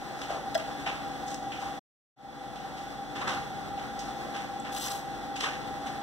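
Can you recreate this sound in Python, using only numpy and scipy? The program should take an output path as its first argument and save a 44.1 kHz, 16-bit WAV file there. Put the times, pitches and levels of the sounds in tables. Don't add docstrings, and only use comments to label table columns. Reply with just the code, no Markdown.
import sys
import numpy as np
from scipy import signal
from scipy.fft import rfft, irfft, next_fast_len
from scipy.io import wavfile

SR = 44100
rng = np.random.default_rng(int(sys.argv[2]) if len(sys.argv) > 2 else 0)


def dump(signal):
    limited = np.clip(np.atleast_2d(signal).T, -1, 1)
    pcm = np.round(limited * 32767).astype(np.int16)
    wavfile.write(sys.argv[1], SR, pcm)


N = 265526
T = np.arange(N) / SR
PORT_LAG_S = 19 / 44100
SIDES = np.array([[.5], [-.5]])

# pitch_hz, level_db, left_minus_right_db
HUM_TONES = [(50, -57.5, 6), (140, -58.5, 3.5), (160.2, -56, 9), (200.6, -54, 12), (225.5, -57.5, -0.5),
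             (277.5, -52.5, 2), (299.7, -56, 7.5), (346.3, -56.5, 3.5), (396.5, -60, 3.5),
             (484.5, -63.5, -3.5), (502.8, -52, 12), (594.6, -60, 5.5), (674, -73, 4), (749, -58, -1),
             (752, -52.5, 0.5), (767.5, -50, 2.5), (795.3, -50, 6), (800.5, -41.5, -0.5), (826, -50.5, 0),
             (900, -59.5, -8), (1345, -58.5, 4.5), (1938, -61.5, -9)]
# frequency_hz, left_lead_rad
HUM_PHASE = [(50, -1.9), (160, -1.3), (240, -.6), (800, -0.34), (2000, 0.94)]
# centre_hz, width_hz, level_db
WHINE_BANDS = [(130.6, 22, -58.5), (227.3, 19, -58.5), (289, 33, -52.5), (672, 74.5, -55.5),
               (759, 5.9, -52), (777.5, 7, -50), (794, 12, -52.5), (3420, 206, -58)]
# frequency_hz, density_db
AIR_SPECTRUM = [(30, -100), (50, -78), (130, -79.5), (350, -75.5), (700, -74), (1000, -77.5), (1500, -76.5),
                (2100, -80.5), (2900, -90), (4200, -87), (6200, -94.5), (8200, -99.5), (10000, -103),
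                (15500, -105)]
# frequency_hz, gain_db
HANDLING_SPECTRUM = [(100, -6.5), (400, 8), (2000, 5.5), (3300, 3), (4300, -2), (6500, -2), (8200, -6.5),
                     (10000, -11.5), (15500, -18)]
# start_s, level_db, centre_hz, sharpness_q
ROOM_SWISHES = [(.175, -52, 5500, 1.9), (.285, -42.5, 2600, .45), (.57, -40.5, 1900, 0.43),
                (.78, -49, 4000, .45), (1.262, -43.5, 6240, 1.5), (1.592, -46.5, 4500, .6),
                (1.61, -43, 1090, 3.5), (2.76, -46.5, 4500, .9), (3.764, -44, 1900, .7),
                (4.334, -37.5, 1700, 0.46), (4.85, -38.5, 1000, 0.73)]
# start_s, level_db, centre_hz, sharpness_q
ROOM_KNOCKS = [(.212, -43, 3400, 1), (.292, -32.5, 687, 2.9), (.858, -35.5, 2520, 2.3),
               (.86, -33.5, 1090, 0.76), (1.517, -41.5, 2650, 2.6), (2.555, -47.5, 3220, 2),
               (3.153, -38, 2000, 0.73), (3.208, -34.5, 1200, 1.2), (3.267, -31, 1290, 1.4),
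               (3.273, -35, 3670, 1), (3.99, -43.5, 5300, 1.7), (4.643, -39, 1700, 1.1),
               (5.356, -38.5, 3560, 0.75), (5.4, -36, 4060, 0.74), (5.43, -28, 1530, 0.69),
               (5.858, -41.5, 1900, 0.34)]
# start_s, level_db, centre_hz
ROOM_RUMBLES = [(3.09, -43, 130), (3.5, -49.5, 90.3), (5.52, -48, 80.4)]
# start_s, level_db, centre_hz, sharpness_q
SHARP_TICKS = [(0.2162, -35, 2990, 1), (0.545, -33.5, 5000, .8), (.5503, -26, 4470, .62),
               (.577, -40, 11000, 1.2), (1.344, -34.5, 6200, 2), (1.5192, -36, 2814, 3.7),
               (3.216, -35, 3330, 4), (3.9914, -34.5, 5860, 6.3), (4.599, -41.5, 7550, 9.2),
               (4.764, -31.5, 3500, .6), (4.776, -33, 3500, .7), (4.809, -36, 9000, .6),
               (4.853, -35.5, 9000, .5), (5.408, -27, 3800, 1)]
# frequency_hz, gain_db
TICK_SPECTRUM = [(300, -8), (1500, 5), (6000, -4), (8300, -6.5), (10000, -15.5), (15500, -15)]
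# pitch_hz, level_db, t60_s
JAR_MODES = [(650, -18.5, .3), (1377, -31.5, 0.045), (1654, -23.5, 0.0394), (1940, -27.5, 0.054),
             (3277, -31, 0.034), (3300, -33, .035), (4270, -30.5, 0.031), (5130, -33.5, 0.052)]
# frequency_hz, gain_db
RICE_SPECTRUM = [(200, -10), (900, -1), (1600, -6), (2300, -2), (3400, 3), (6000, 2), (8200, 0),
                 (10000, -6), (13000, -3.5), (15500, -13)]
# frequency_hz, share
PORT_CROSSFEED = [(1000, 0.77), (7000, 0.58), (10000, 0.46), (15500, 0.27)]
# frequency_hz, left_minus_right_db
CHANNEL_BALANCE = [(60, -1), (250, 1.5), (550, 1), (900, -2.2), (3000, -0.5), (8000, -2.5), (13000, -3.5)]
# closing_s, closed_s, opening_s, open_s
DROPOUT_TIMES = (1.787, 1.795, 2.16, 2.19)


def undb(db):
    return 10 ** (np.asarray(db) / 20)


def unit(x):
    return x / np.sqrt(np.mean(x ** 2))


def contour(points, hz):
    at, value = np.transpose(points)
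    return np.interp(np.log(hz), np.log(at), value)


def shape(x, response):
    size = next_fast_len(x.shape[-1] + 2048)
    f = np.maximum(np.fft.rfftfreq(size, 1 / SR), 1)
    return irfft(rfft(x, size) * response(f), size)[..., :x.shape[-1]]


def resonance(f, hz, q):
    return 1 / (1 + 1j * q * (f / hz - hz / f))


def band(noise, hz, q, spectrum):
    return unit(shape(noise, lambda f: resonance(f, hz, q) * undb(contour(spectrum, f))))


def coherence(f):
    return np.sinc(2 * f * PORT_LAG_S)


def diffuse(size):
    mid = shape(rng.standard_normal(size), lambda f: np.sqrt((1 + coherence(f)) / 2))
    side = shape(rng.standard_normal(size), lambda f: np.sqrt((1 - coherence(f)) / 2))
    return np.array([mid + side, mid - side])


def wander(rate_hz, size=N):
    steps = np.arange(size) * rate_hz / SR
    knots = rng.standard_normal(int(steps[-1]) + 2)
    return 1.2 * np.interp(steps, np.arange(len(knots)), knots)


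def decay(t, t60_s):
    return np.exp(-np.log(1000) * np.maximum(t, 0) / t60_s)


def add(out, start_s, x):
    i = int(start_s * SR)
    out[..., i:i + x.shape[-1]] += x[..., :N - i]


def motor_hum(waver=.16, trim_db=-.92):
    out = np.zeros((2, N))
    for hz, db, pan_db in HUM_TONES:
        sway = 1 + waver * (wander(rate_hz=5) + 1j * wander(rate_hz=5))
        tone = sway * np.exp(2j * np.pi * (hz * T + rng.random()))
        phase_shift = np.exp(1j * SIDES * contour(HUM_PHASE, hz))
        pan = unit(undb(pan_db * SIDES))
        out += np.sqrt(2) * undb(db + trim_db) * pan * np.real(tone * phase_shift)
    return out


def motor_whine():
    def peaks(f):
        return sum(undb(db) * np.sqrt(2 * SR / width / np.pi) * abs(resonance(f, hz, hz / width)) ** 2
                   for hz, width, db in WHINE_BANDS)
    return shape(diffuse(N), peaks)


def kitchen_air(swell_db=.73, flicker_db=1.06):
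    air = np.sqrt(SR / 2) * shape(diffuse(N), lambda f: undb(contour(AIR_SPECTRUM, f)))
    return air * undb(swell_db * wander(rate_hz=6.3) + flicker_db * wander(rate_hz=25))


def rustle(level_db=-55, restless_db=1.5):
    wash = band(diffuse(N), hz=4500, q=.41, spectrum=HANDLING_SPECTRUM)
    return wash * undb(level_db + restless_db * wander(rate_hz=7))


def distant(db, hz, q, rise_s, t60_s, grain_db=1.6, contact_gain=.33):
    t = T[:SR * 4 // 5]
    wash = band(diffuse(len(t)), hz, q, HANDLING_SPECTRUM)
    contact = contact_gain * decay(t, t60_s=.055)
    envelope = np.minimum(t / rise_s, 1) * (decay(t - rise_s, t60_s) + contact)
    return wash * envelope * undb(db + grain_db * wander(rate_hz=300, size=len(t)))


def kitchen_work():
    out = np.zeros((2, N))
    for start_s, db, hz, q in ROOM_KNOCKS:
        rise_s = .009 * (1300 / hz) ** .53
        add(out, start_s, distant(db, hz, q, rise_s, t60_s=.52))
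    for start_s, db, hz, q in ROOM_SWISHES:
        add(out, start_s, distant(db, hz, q, rise_s=.021, t60_s=.57))
    for start_s, db, hz in ROOM_RUMBLES:
        add(out, start_s, distant(db, hz, q=2.3, rise_s=.19, t60_s=.85))
    return out


def sharp_ticks():
    out, t = np.zeros(N), T[:SR // 10]
    for start_s, db, hz, q in SHARP_TICKS:
        crack = band(rng.standard_normal(len(t)), hz, q, TICK_SPECTRUM)
        add(out, start_s, undb(db) * crack * decay(t, t60_s=.025))
    return out


def coconut_plop(start_s=.5512, push_s=.0039, free_s=.017):
    out, t = np.zeros(N), T[:SR // 4]
    ring = sum(undb(db) * np.sin(2 * np.pi * hz * t) * decay(t, t60_s) for hz, db, t60_s in JAR_MODES)
    choke = decay(t - free_s, t60_s=.014)
    add(out, start_s, ring * np.minimum(t / push_s, 1) * choke)
    return out


def rice_flow(start_s=4.728, peak_db=-39.5, onset_s=.02, swell_s=.12, swell_db=5, hold_s=.069):
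    t = T - start_s
    onset = np.clip(1 + t / onset_s, 0, 1) ** 2
    swell = undb(peak_db - swell_db * np.clip(1 - t / swell_s, 0, 1))
    return onset * swell * decay(t - swell_s - hold_s, t60_s=.36)


def rice_crackle(bands=14, band_pops_per_s=330, top_hz=15500, top_q=8, spread_db=2.5, clump_db=1.7):
    pops = np.zeros(N)
    for hz in np.linspace(1000, top_hz, bands):
        sizes = undb(spread_db * np.minimum(rng.exponential(size=N), 4))
        signs = rng.choice([-1, 1], N)
        clicks = sizes * signs * (rng.random(N) < band_pops_per_s / SR)
        pops += unit(shape(clicks, lambda f: resonance(f, hz, top_q * np.sqrt(hz / top_hz))))
    flow = rice_flow() * undb(clump_db * wander(rate_hz=140))
    return flow * unit(shape(pops, lambda f: undb(contour(RICE_SPECTRUM, f))))


def near(x, far_port_db=-13, room_db=-9.5, split_hz=4000, reflection_delay_s=.004):
    t = T[:SR // 2]
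    noise = diffuse(len(t))
    low = shape(noise, lambda f: 1 / (1 + (f / split_hz) ** 2))
    tail = low * decay(t, t60_s=.5) + (noise - low) * decay(t, t60_s=.33)
    tail *= t > reflection_delay_s
    tail /= np.sqrt(np.sum(tail ** 2) / 2)
    direct = x * unit(undb([[0], [far_port_db]]))
    return direct + undb(room_db) * signal.fftconvolve(x[None], tail, axes=1)[:, :N]


def phone_ports(pair, right_port_db=-3):
    def crossfeed(f):
        return np.minimum(contour(PORT_CROSSFEED, f), .95) * np.exp(-2j * np.pi * f * PORT_LAG_S)

    def bass_makeup(f):
        cross = crossfeed(f)
        return (1 + abs(cross) ** 2 - 2 * cross.real * coherence(f)) ** -.5

    pair = pair * unit(undb([[0], [right_port_db]]))
    return shape(pair - shape(pair[::-1], crossfeed), bass_makeup)


def scene(gain_start_db=-2.5, gain_settle_s=.5):
    settling_gain = undb(gain_start_db * np.maximum(1 - T / gain_settle_s, 0))
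    foreground = near(coconut_plop() + rice_crackle() + sharp_ticks())
    room = kitchen_work() + rustle() + kitchen_air() + settling_gain * motor_whine()
    heard = phone_ports(foreground + room)
    balanced = shape(heard, lambda f: undb(contour(CHANNEL_BALANCE, f) * SIDES))
    return balanced + settling_gain * motor_hum()


def record(dry, quick_db=-20.5, quick_s=.093, slow_db=-2, recovery_s=1.09, ramp_s=.22, top_hz=15800):
    _, closed_s, opening_s, _ = DROPOUT_TIMES
    gate = np.interp(T, DROPOUT_TIMES, (1, 0, 0, 1))
    since_s = np.maximum(T - opening_s, 0)
    fade_db = quick_db * np.exp(-since_s / quick_s)
    fade_db += slow_db * np.clip((recovery_s - since_s) / ramp_s, 0, 1)
    faded = dry * gate * undb(fade_db * (T > closed_s))
    lowpass = signal.ellip(14, .2, 80, top_hz, fs=SR, output="sos")
    return signal.sosfilt(lowpass, faded)


dry = scene()
out = record(dry)
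dump(out)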